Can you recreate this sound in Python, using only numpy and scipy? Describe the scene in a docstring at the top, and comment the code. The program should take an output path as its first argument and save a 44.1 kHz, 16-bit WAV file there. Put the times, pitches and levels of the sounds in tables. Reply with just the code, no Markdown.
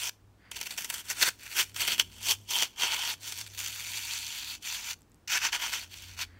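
"""A steel fork digs into and scrapes a block of dry foam, heard close up. Brittle cells burst in dense clumps,
larger walls snap, and a row of sharp peaks colours every crack. Crumbs tick off the tines and the hands rustle
softly. Behind them a quiet room adds a short tail, a soft hiss, a rumble, a drone and a low hum that wavers."""
import sys
import numpy as np
from scipy import signal
from scipy.fft import rfft, irfft, next_fast_len
from scipy.io import wavfile
from scipy.ndimage import uniform_filter1d, map_coordinates

SR = 44100
rng = np.random.default_rng(int(sys.argv[2]) if len(sys.argv) > 2 else 0)


def unload_audio(sound):
    """Save the sound as a 16-bit wav file, at the path given as the first command line argument."""
    columns = np.transpose(np.atleast_2d(sound))
    # keep every value between -1 and 1, then stretch to whole-number steps
    steps = np.round(np.clip(columns, -1, 1) * 32767)
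    wavfile.write(sys.argv[1], SR, steps.astype(np.int16))


N = 281799
TIME = np.arange(N) / SR


def amp(db):
    """dB to gain."""
    return 10 ** (np.asarray(db) / 20)


def unit(x):
    """x at rms 1."""
    return x / np.sqrt(np.mean(x ** 2) + 1e-20)


def along(points, hz):
    """Read (f/Hz, value) breakpoints on a log frequency axis."""
    f, values = np.transpose(points)
    return np.interp(np.log(hz + 1), np.log(f + 1), values)


def bells(bands, hz):
    """EQ curve in dB from bell bands (f/Hz, width/Hz, gain/dB)."""
    return sum(db / (1 + (2 * (hz - centre) / width) ** 2) for centre, width, db in bands)


def automation(rows):
    """One per-sample lane for each column after t/s."""
    times, *lanes = np.transpose(rows)
    return [np.interp(TIME, times, lane) for lane in lanes]


def wobble(rate):
    """A smooth random LFO, rate knots a second."""
    return map_coordinates(rng.standard_normal(N // 20), [TIME * rate])


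def swells(rows, curve=2.425):
    """Envelope of the strongest of overlapping swells, each reaching full level at its time."""
    out = np.full(N, 1e-5)
    for s, db, attack, hold, release in rows:
        corners = np.cumsum([s - abs(attack), abs(attack), abs(hold), abs(release)])
        span = slice(*np.searchsorted(TIME, corners[[0, -1]]))
        ramp = np.interp(TIME[span], corners, [0, 1, 1, 0])
        out[span] = np.maximum(out[span], amp(db) * ramp ** curve)
    return out


def filtered(x, gain):
    """Minimum-phase EQ with response gain(f/Hz): no ringing ahead of a crack."""
    size = 2 * next_fast_len(N // 2 + SR // 4)
    cepstrum = irfft(np.log(gain(np.fft.rfftfreq(size, 1 / SR)) + 1e-6), size)
    cepstrum[1:size // 2] *= 2
    cepstrum[size // 2 + 1:] = 0
    return irfft(rfft(x, size) * np.exp(rfft(cepstrum)), size)[:N]


# Tilt of the room hiss: f/Hz, relative level/dB
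HISS_EQ = [(300, -17.5), (500, -22), (1000, -24.5), (2000, -31.5), (4000, -36), (8000, -39), (12000, -45),
           (16000, -41)]
def hiss(level_db=-67):
    """Soft room hiss whose level drifts slowly."""
    noise = filtered(rng.standard_normal(N), lambda f: amp(along(HISS_EQ, f)))
    return amp(level_db + 0.95 * wobble(1.5)) * unit(noise)


# Faders of the low bed: t/s, rumble level/dB, drone level/dB
LOW_BED = [(0, -74, -75), (.8, -73, -63.5), (1.5, -68, -69.5), (1.96, -65, -58.5), (2.35, -60, -64),
           (2.85, -80, -69.5), (4.4, -69.5, -67), (6.05, -63.5, -68), (6.39, -67, -63)]
def rumble_and_drone():
    """A narrow noise rumble around 52 Hz under a broad, dull drone."""
    rumble_db, drone_db = automation(LOW_BED)
    noise = rng.standard_normal((2, N))
    rumble = filtered(noise[0], lambda f: 1 / (1 + ((f - 52) / 17) ** 4))
    drone = filtered(noise[1], lambda f: f / 130 / (1 + (f / 130) ** 1.63) / (1 + (f / 400) ** 6))
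    return amp(rumble_db) * unit(rumble) + amp(drone_db) * unit(drone)


# Path the hum wavers around: t/s, f/Hz, level/dB
HUM_PATH = [(0, 103, -67.5), (.34, 102, -66), (.84, 100, -70), (1.19, 99, -61), (1.55, 97.5, -69),
            (1.75, 95.4, -53), (1.98, 93.8, -66), (2.08, 99, -55), (2.18, 96, -54.5), (2.27, 97, -59),
            (2.4, 99, -55), (2.83, 98.5, -70), (3.4, 99, -57.5), (3.9, 99.4, -57.5), (4.38, 97, -67.5),
            (5.61, 93.5, -69.5), (6.05, 90.5, -54.5), (6.39, 88.5, -60)]
def hum(mains_hz=60, mains_db=-71):
    """A wavering hum near 100 Hz over a faint mains tone."""
    def tone(db, hz):
        return np.sqrt(2) * amp(db) * np.sin(2 * np.pi * np.cumsum(hz) / SR)

    pitch_hz, level_db = automation(HUM_PATH)
    upper = tone(level_db + 2.7 * wobble(11), pitch_hz + 5 * wobble(35))
    mains = tone(mains_db + 3 * wobble(4), mains_hz + 1.5 * wobble(8))
    return upper + mains


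# Decay of the room: f/Hz, t60/s
ROOM_DECAY = [(300, 0.12), (3000, 0.21), (12000, 0.22)]
def room(x):
    """A short reverb tail whose lows die first."""
    hz, t, spectrum = signal.stft(rng.standard_normal(SR // 2), SR, nperseg=256)
    decay = amp(-60 * t / along(ROOM_DECAY, hz)[:, None])
    _, tail = signal.istft(spectrum * decay, SR, nperseg=256)
    return signal.fftconvolve(x, tail / np.linalg.norm(tail))[:N]


# Hand movements: t/s, level/dB, attack/s, hold/s, release/s
HAND_MOVES = [(.44, -62.5, 0.11, .07, .02), (6.28, -64.5, 0.033, 0.11, .05)]
# Resonant peaks of the brushing: f/Hz, width/Hz, relative level/dB
BRUSH_PEAKS = [(1800, 1000, 1), (3190, 350, -12.5), (4600, 500, -9.5)]
def rustle():
    """Hands brush the block: soft, fluttering midrange noise."""
    def peaks(f):
        return sum(amp(db) / (1 + (2 * (f - hz) / width) ** 2) for hz, width, db in BRUSH_PEAKS)

    brush = unit(filtered(rng.standard_normal(N), peaks))
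    return swells(HAND_MOVES) * amp(0.9 * wobble(48)) * brush


# Crumb hits: t/s, level/dB, f/Hz
CRUMB_TICKS = [(4.989, -56, 14000), (5.008, -52, 8000), (5.019, -50, 7600), (5.030, -58, 6000),
               (5.097, -61, 12500), (5.118, -52, 7500), (5.1448, -51, 7600), (5.157, -60, 14500)]
def crumbs(t60=.006):
    """Crumbs tick off the tines: tiny bright pings with ragged envelopes."""
    out, t = np.zeros(N), np.arange(SR // 100) / SR
    for s, db, hz in CRUMB_TICKS:
        ragged = 1 + 1.8 * uniform_filter1d(rng.standard_normal(len(t)), size=5)
        out[round(s * SR):][:len(t)] += amp(db - 60 * t / t60) * ragged * np.sin(2 * np.pi * hz * t)
    return out


# Larger walls breaking: t/s, pre-EQ level/dB, t60/s
WALL_SNAPS = [(.0336, -17.5, 0.0032), (.0922, -23, 0.014), (.514, -30, 0.025), (.5656, -31, 0.033),
              (.5885, -39.5, .03), (.6117, -22, 0.019), (.6285, -29, 0.011), (.6643, -36, 0.031),
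              (.7055, -35, 0.022), (.7801, -27, 0.025), (.7875, -25, 0.0099), (.844, -24, .025),
              (.8992, -22, 0.027), (.9384, -26, 0.038), (1.0987, -28.5, .03), (1.2256, -18, 0.03),
              (1.5658, -26, 0.033), (1.5875, -14, .006), (1.7438, -38, .015), (1.7617, -29, .02),
              (1.8755, -20.5, 0.037), (1.9182, -23, 0.025), (1.9795, -27, 0.018), (1.9958, -12, .02),
              (2.5068, -26.5, .02), (2.579, -28, .02), (2.6232, -14.5, 0.014), (2.631, -16, 0.017),
              (2.7842, -36, 0.0085), (3.3207, -26, 0.031), (3.387, -28.5, .015), (3.4101, -27.5, 0.024),
              (3.5349, -43, .03), (3.546, -38.5, 0.045), (3.5755, -33.5, 0.022), (3.5887, -27, 0.017),
              (4.1505, -26, 0.003), (4.2662, -22, .004), (4.6245, -38, 0.018), (5.2745, -34.5, .04),
              (5.5249, -38, .03), (5.7356, -19, 0.0075), (6.1881, -29.5, 0.04)]
def snaps():
    """Each wall breaks with a sudden, fast-dying puff of noise."""
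    out, t = np.zeros(N + SR), np.arange(SR // 20) / SR
    for s, db, t60 in WALL_SNAPS:
        envelope = amp(-60 * t / t60) * np.minimum(t / (0.051 * t60), 1)
        puff = envelope * rng.standard_normal(len(t))
        puff *= np.linalg.norm(envelope) / np.linalg.norm(puff)
        out[round(s * SR):][:len(t)] += amp(db) * puff
    return out[:N]


def cells(bite, dust, base_per_s=900, spread_db=7.0, decay_s=0.0003):
    """Cells burst in clumps over fine dust, faster under a harder bite, a few much louder."""
    chance, size = rng.random(N), rng.exponential(1, N)
    rate = base_per_s * np.clip((bite / amp(-41)) ** .6, .5, 8)
    pops = (chance < rate / SR) * amp(spread_db * np.minimum(size, 2.2))
    pops *= np.sqrt(base_per_s / rate)  # density alone adds no loudness
    envelope = signal.lfilter([1], [1, -np.exp(-1 / (decay_s * SR))], pops)
    crackle = unit(envelope * rng.standard_normal(N))
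    clumps = amp(1.04 * wobble(30) + 0.47 * wobble(110))
    return bite * unit(clumps * (crackle + dust * rng.standard_normal(N)))


# Broad spectrum of breaking foam: f/Hz, relative level/dB
FOAM_EQ = [(150, -30.5), (400, -38.5), (700, -21.5), (1200, -23.5), (2200, -8), (3800, 1.5), (6500, -10),
           (8500, -11.5), (11000, -14), (16000, -15)]
# Peaks and notches that colour the crunch: f/Hz, width/Hz, gain/dB
COLOUR_EQ = [(383, 240, 17.5), (947, 210, 11.5), (1450, 470, 9.5), (2410, 900, 8.5), (3187, 670, 12.5),
             (3960, 780, -11), (4490, 610, 5), (4934, 260, -8.5), (6075, 260, 6), (7530, 630, 2),
             (9200, 440, 0.5), (10350, 510, -7), (11260, 400, 1), (12700, 430, 0.5)]
# Crossovers between the nine bands of the crunch: f/Hz
CROSSOVERS = [650, 1200, 1900, 2750, 3800, 5000, 7000, 10400]
def body(cracks, faders_db):
    """Broad tilt and sharp peaks colour the cracks; each band flickers on its own around its fader."""
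    grid = np.fft.rfftfreq(4096, 1 / SR)
    lowpasses = [lambda f, hz=hz: 1 / (1 + (f / hz) ** 16) for hz in CROSSOVERS]
    splits = [np.zeros_like, *lowpasses, np.ones_like]
    out = np.zeros(N)
    for lower, upper, db in zip(splits, splits[1:], faders_db):
        def band(f):
            colour = amp(along(FOAM_EQ, f) + bells(COLOUR_EQ, f))
            return colour * np.sqrt(np.abs(upper(f) - lower(f)))

        flickering = cracks * amp(db + 1.12 * wobble(45))
        out += filtered(flickering, band) / np.sqrt(np.mean(band(grid) ** 2))
    return out


# Ring of the block's edge: f/Hz, width/Hz, gain/dB
EDGE_EQ = [(5550, 410, -4.5), (5860, 250, 2), (7000, 510, 4.5), (8200, 500, -2)]
def block_edge(crunch, start_s=3.5, end_s=5.1, crossfade_s=0.12):
    """The ring shifts while the block is turned and the tines work its edge."""
    mix = np.clip(np.minimum(TIME - start_s, end_s - TIME) / crossfade_s, 0, 1)
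    on_edge = filtered(crunch, lambda f: amp(bells(EDGE_EQ, f)))
    return (1 - mix) * crunch + mix * on_edge


# Drags and resting contact of the tines: t/s, pre-EQ level/dB, attack/s, hold/s, release/s
TINE_DRAGS = [(0, -34.5, .01, 0.093, 0.008), (.513, -62, .004, 3.6, 0.019), (.513, -48, .005, 0.49, .04),
              (1.05, -48, .05, 0.26, 0.019), (1.41, -50, .03, 0.25, 0.16), (1.77, -39.5, .045, .1, .05),
              (1.876, -31, .02, 0.054, 0.07), (2.15, -51, .15, 0.06, .05), (2.512, -32, .055, 0.13, 0.064),
              (2.82, -37.5, .05, 0.32, 0.013), (3.25, -46, .05, 0.2, 0.014), (3.582, -39.5, .04, .96, 0.06),
              (4.66, -37.5, 0.071, 0.087, 0.19), (4.8, -46, 0.073, 0.14, 0.0076),
              (5.274, -74, .004, 1.06, .01), (5.279, -37, .004, 0.11, .05), (5.6, -42, .03, .14, 0.045),
              (5.304, -26.5, .03, 0.063, 0.047), (5.529, -30.5, .025, 0.026, 0.048),
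              (5.74, -40, .02, 0.1, 0.042), (5.927, -49, .05, 0.22, 0.063)]
# Shoves through the foam: peak t/s, pre-EQ level/dB, attack/s, release/s
TINE_SHOVES = [(0.57, -40, 0.038, 0.011), (.61, -41, .03, 0.21), (0.669, -38, 0.041, .022),
               (0.717, -39, 0.024, 0.097), (0.783, -35.5, 0.011, 0.21), (.85, -37.5, 0.064, .011),
               (.902, -39, 0.031, 0.055), (0.949, -35, 0.1, 0.11), (0.999, -40, 0.034, 0.054),
               (1.107, -30.5, 0.04, 0.048), (1.203, -37, 0.15, 0.034), (1.23, -23.5, 0.049, 0.023),
               (1.283, -25, 0.14, 0.015), (1.464, -44.5, 0.14, 0.029), (1.53, -41, 0.15, 0.071),
               (1.6, -23, 0.086, 0.061), (1.818, -29.5, 0.085, 0.13), (2.003, -28, 0.025, 0.032),
               (2.312, -25.5, 0.15, 0.061), (2.624, -26.5, 0.012, 0.034), (2.832, -29, 0.089, 0.17),
               (2.931, -32, 0.13, 0.096), (3.09, -31, 0.32, 0.09), (3.279, -36, 0.11, 0.17),
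               (3.408, -38, 0.21, 0.066), (3.473, -43, .04, 0.01), (3.6, -36.5, 0.034, 0.63),
               (3.961, -37, 0.82, 0.32), (4.158, -35.5, 0.44, 0.052), (4.512, -37, 0.11, .1),
               (4.909, -37.5, 0.26, 0.041), (5.451, -26.5, 0.094, 0.084), (5.634, -31.5, 0.092, 0.19),
               (5.735, -32.5, 0.037, 0.2), (5.842, -43, .01, .01), (5.936, -44, 0.066, 0.036),
               (6.223, -32, 0.085, 0.037)]
# Band faders as the block turns, low to high, then the dust mix: t/s, thud/dB, knock/dB,
# low ring/dB, hollow mids/dB, rasp/dB, tine ring/dB, treble before trims/dB, dust/dB
CRUNCH_MIX = [(.05, -26.5, -20, -14, -5.5, -0.5, -2, -1.5, 1.5),
              (.52, -18, -18.5, -12.5, -0.5, 1, 0, -1, 0.5), (.9, -27.5, -18.5, -10, -5, -1, -2.5, 2, -1),
              (1.25, -21.5, -17.5, -7, -3.5, -1.5, -0.5, 0.5, 1),
              (1.59, -24.5, -20.5, -8.5, -1.5, 0, 0, 1.5, 1),
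              (1.92, -21.5, -17.5, -10, -1.5, 4.5, 1.5, 1, 0.5),
              (2.4, -26.5, -20, -20.5, -8, 0.5, -1, -1, 1.5), (2.9, -24.5, -9, -8.5, 0, 6, 1.5, -3, 2.5),
              (3.3, -31.5, -22, -14, -7, -1.5, -0.5, -0.5, 0.5), (3.9, -31, -22, -13, -2.5, 0.5, 1, 0, 1.5),
              (4.5, -56, -21, -14.5, -4.5, 2.5, 2.5, -2, 1.5), (4.8, -36, -19, -12.5, -4, -1, -1, -2.5, 6),
              (5.33, -32.5, -21, -8.5, -2, -1.5, -2, -6, 0), (5.55, -27, -12.5, -5, -2, 2, -1, -5, 1.5),
              (6.0, -28.5, -25, -14, -4.5, 1, 1, -2, 1.5), (6.21, -36, -18.5, -10, -2.5, -0.5, 0, -5.5, 1)]
# Fader of the 5-7 kHz band: t/s, gain/dB
SHEEN_FADER = [(0, -2), (1.6, -2), (4.9, -1.5), (5.32, -1), (6.2, -4)]
def fork(shove_hold_s=0.0094, dull_above_db=-33.5, dull_db_per_db=0.27):
    """The tines drag and shove through the foam, bursting cells; a hard bite loses treble."""
    shoves = [(s - shove_hold_s / 2, db, attack, shove_hold_s, release)
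              for s, db, attack, release in TINE_SHOVES]
    bite = swells([*TINE_DRAGS, *shoves])
    bite_db = 20 * np.log10(uniform_filter1d(bite, size=SR // 100))
    *lower_bands_db, treble_db, dust_db = automation(CRUNCH_MIX)
    sheen_db, = automation(SHEEN_FADER)
    treble_db -= dull_db_per_db * np.maximum(bite_db - dull_above_db, 0)
    cracks = cells(bite, dust=amp(dust_db)) + snaps()
    crunch = body(cracks, [*lower_bands_db, sheen_db, treble_db - 6.0, treble_db - 6.5])
    return block_edge(crunch)


def scene(reverb_db=-19.0):
    """Fork, crumbs and hands up front with a touch of reverb, over the room tone, in mono."""
    near = fork() + crumbs() + rustle()
    tail = amp(reverb_db) * room(near)
    room_tone = hiss() + rumble_and_drone() + hum()
    return (near + tail + room_tone)[None]


def record(dry, cutoff_hz=15700, slope_width_hz=220):
    """A steep high cut at the phone microphone's band limit."""
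    rolloff = np.clip((np.fft.rfftfreq(N, 1 / SR) - cutoff_hz) / slope_width_hz, 0, 1)
    return irfft(rfft(dry) * np.cos(np.pi / 2 * rolloff) ** 4, N)


dry = scene()
out = record(dry)
unload_audio(out)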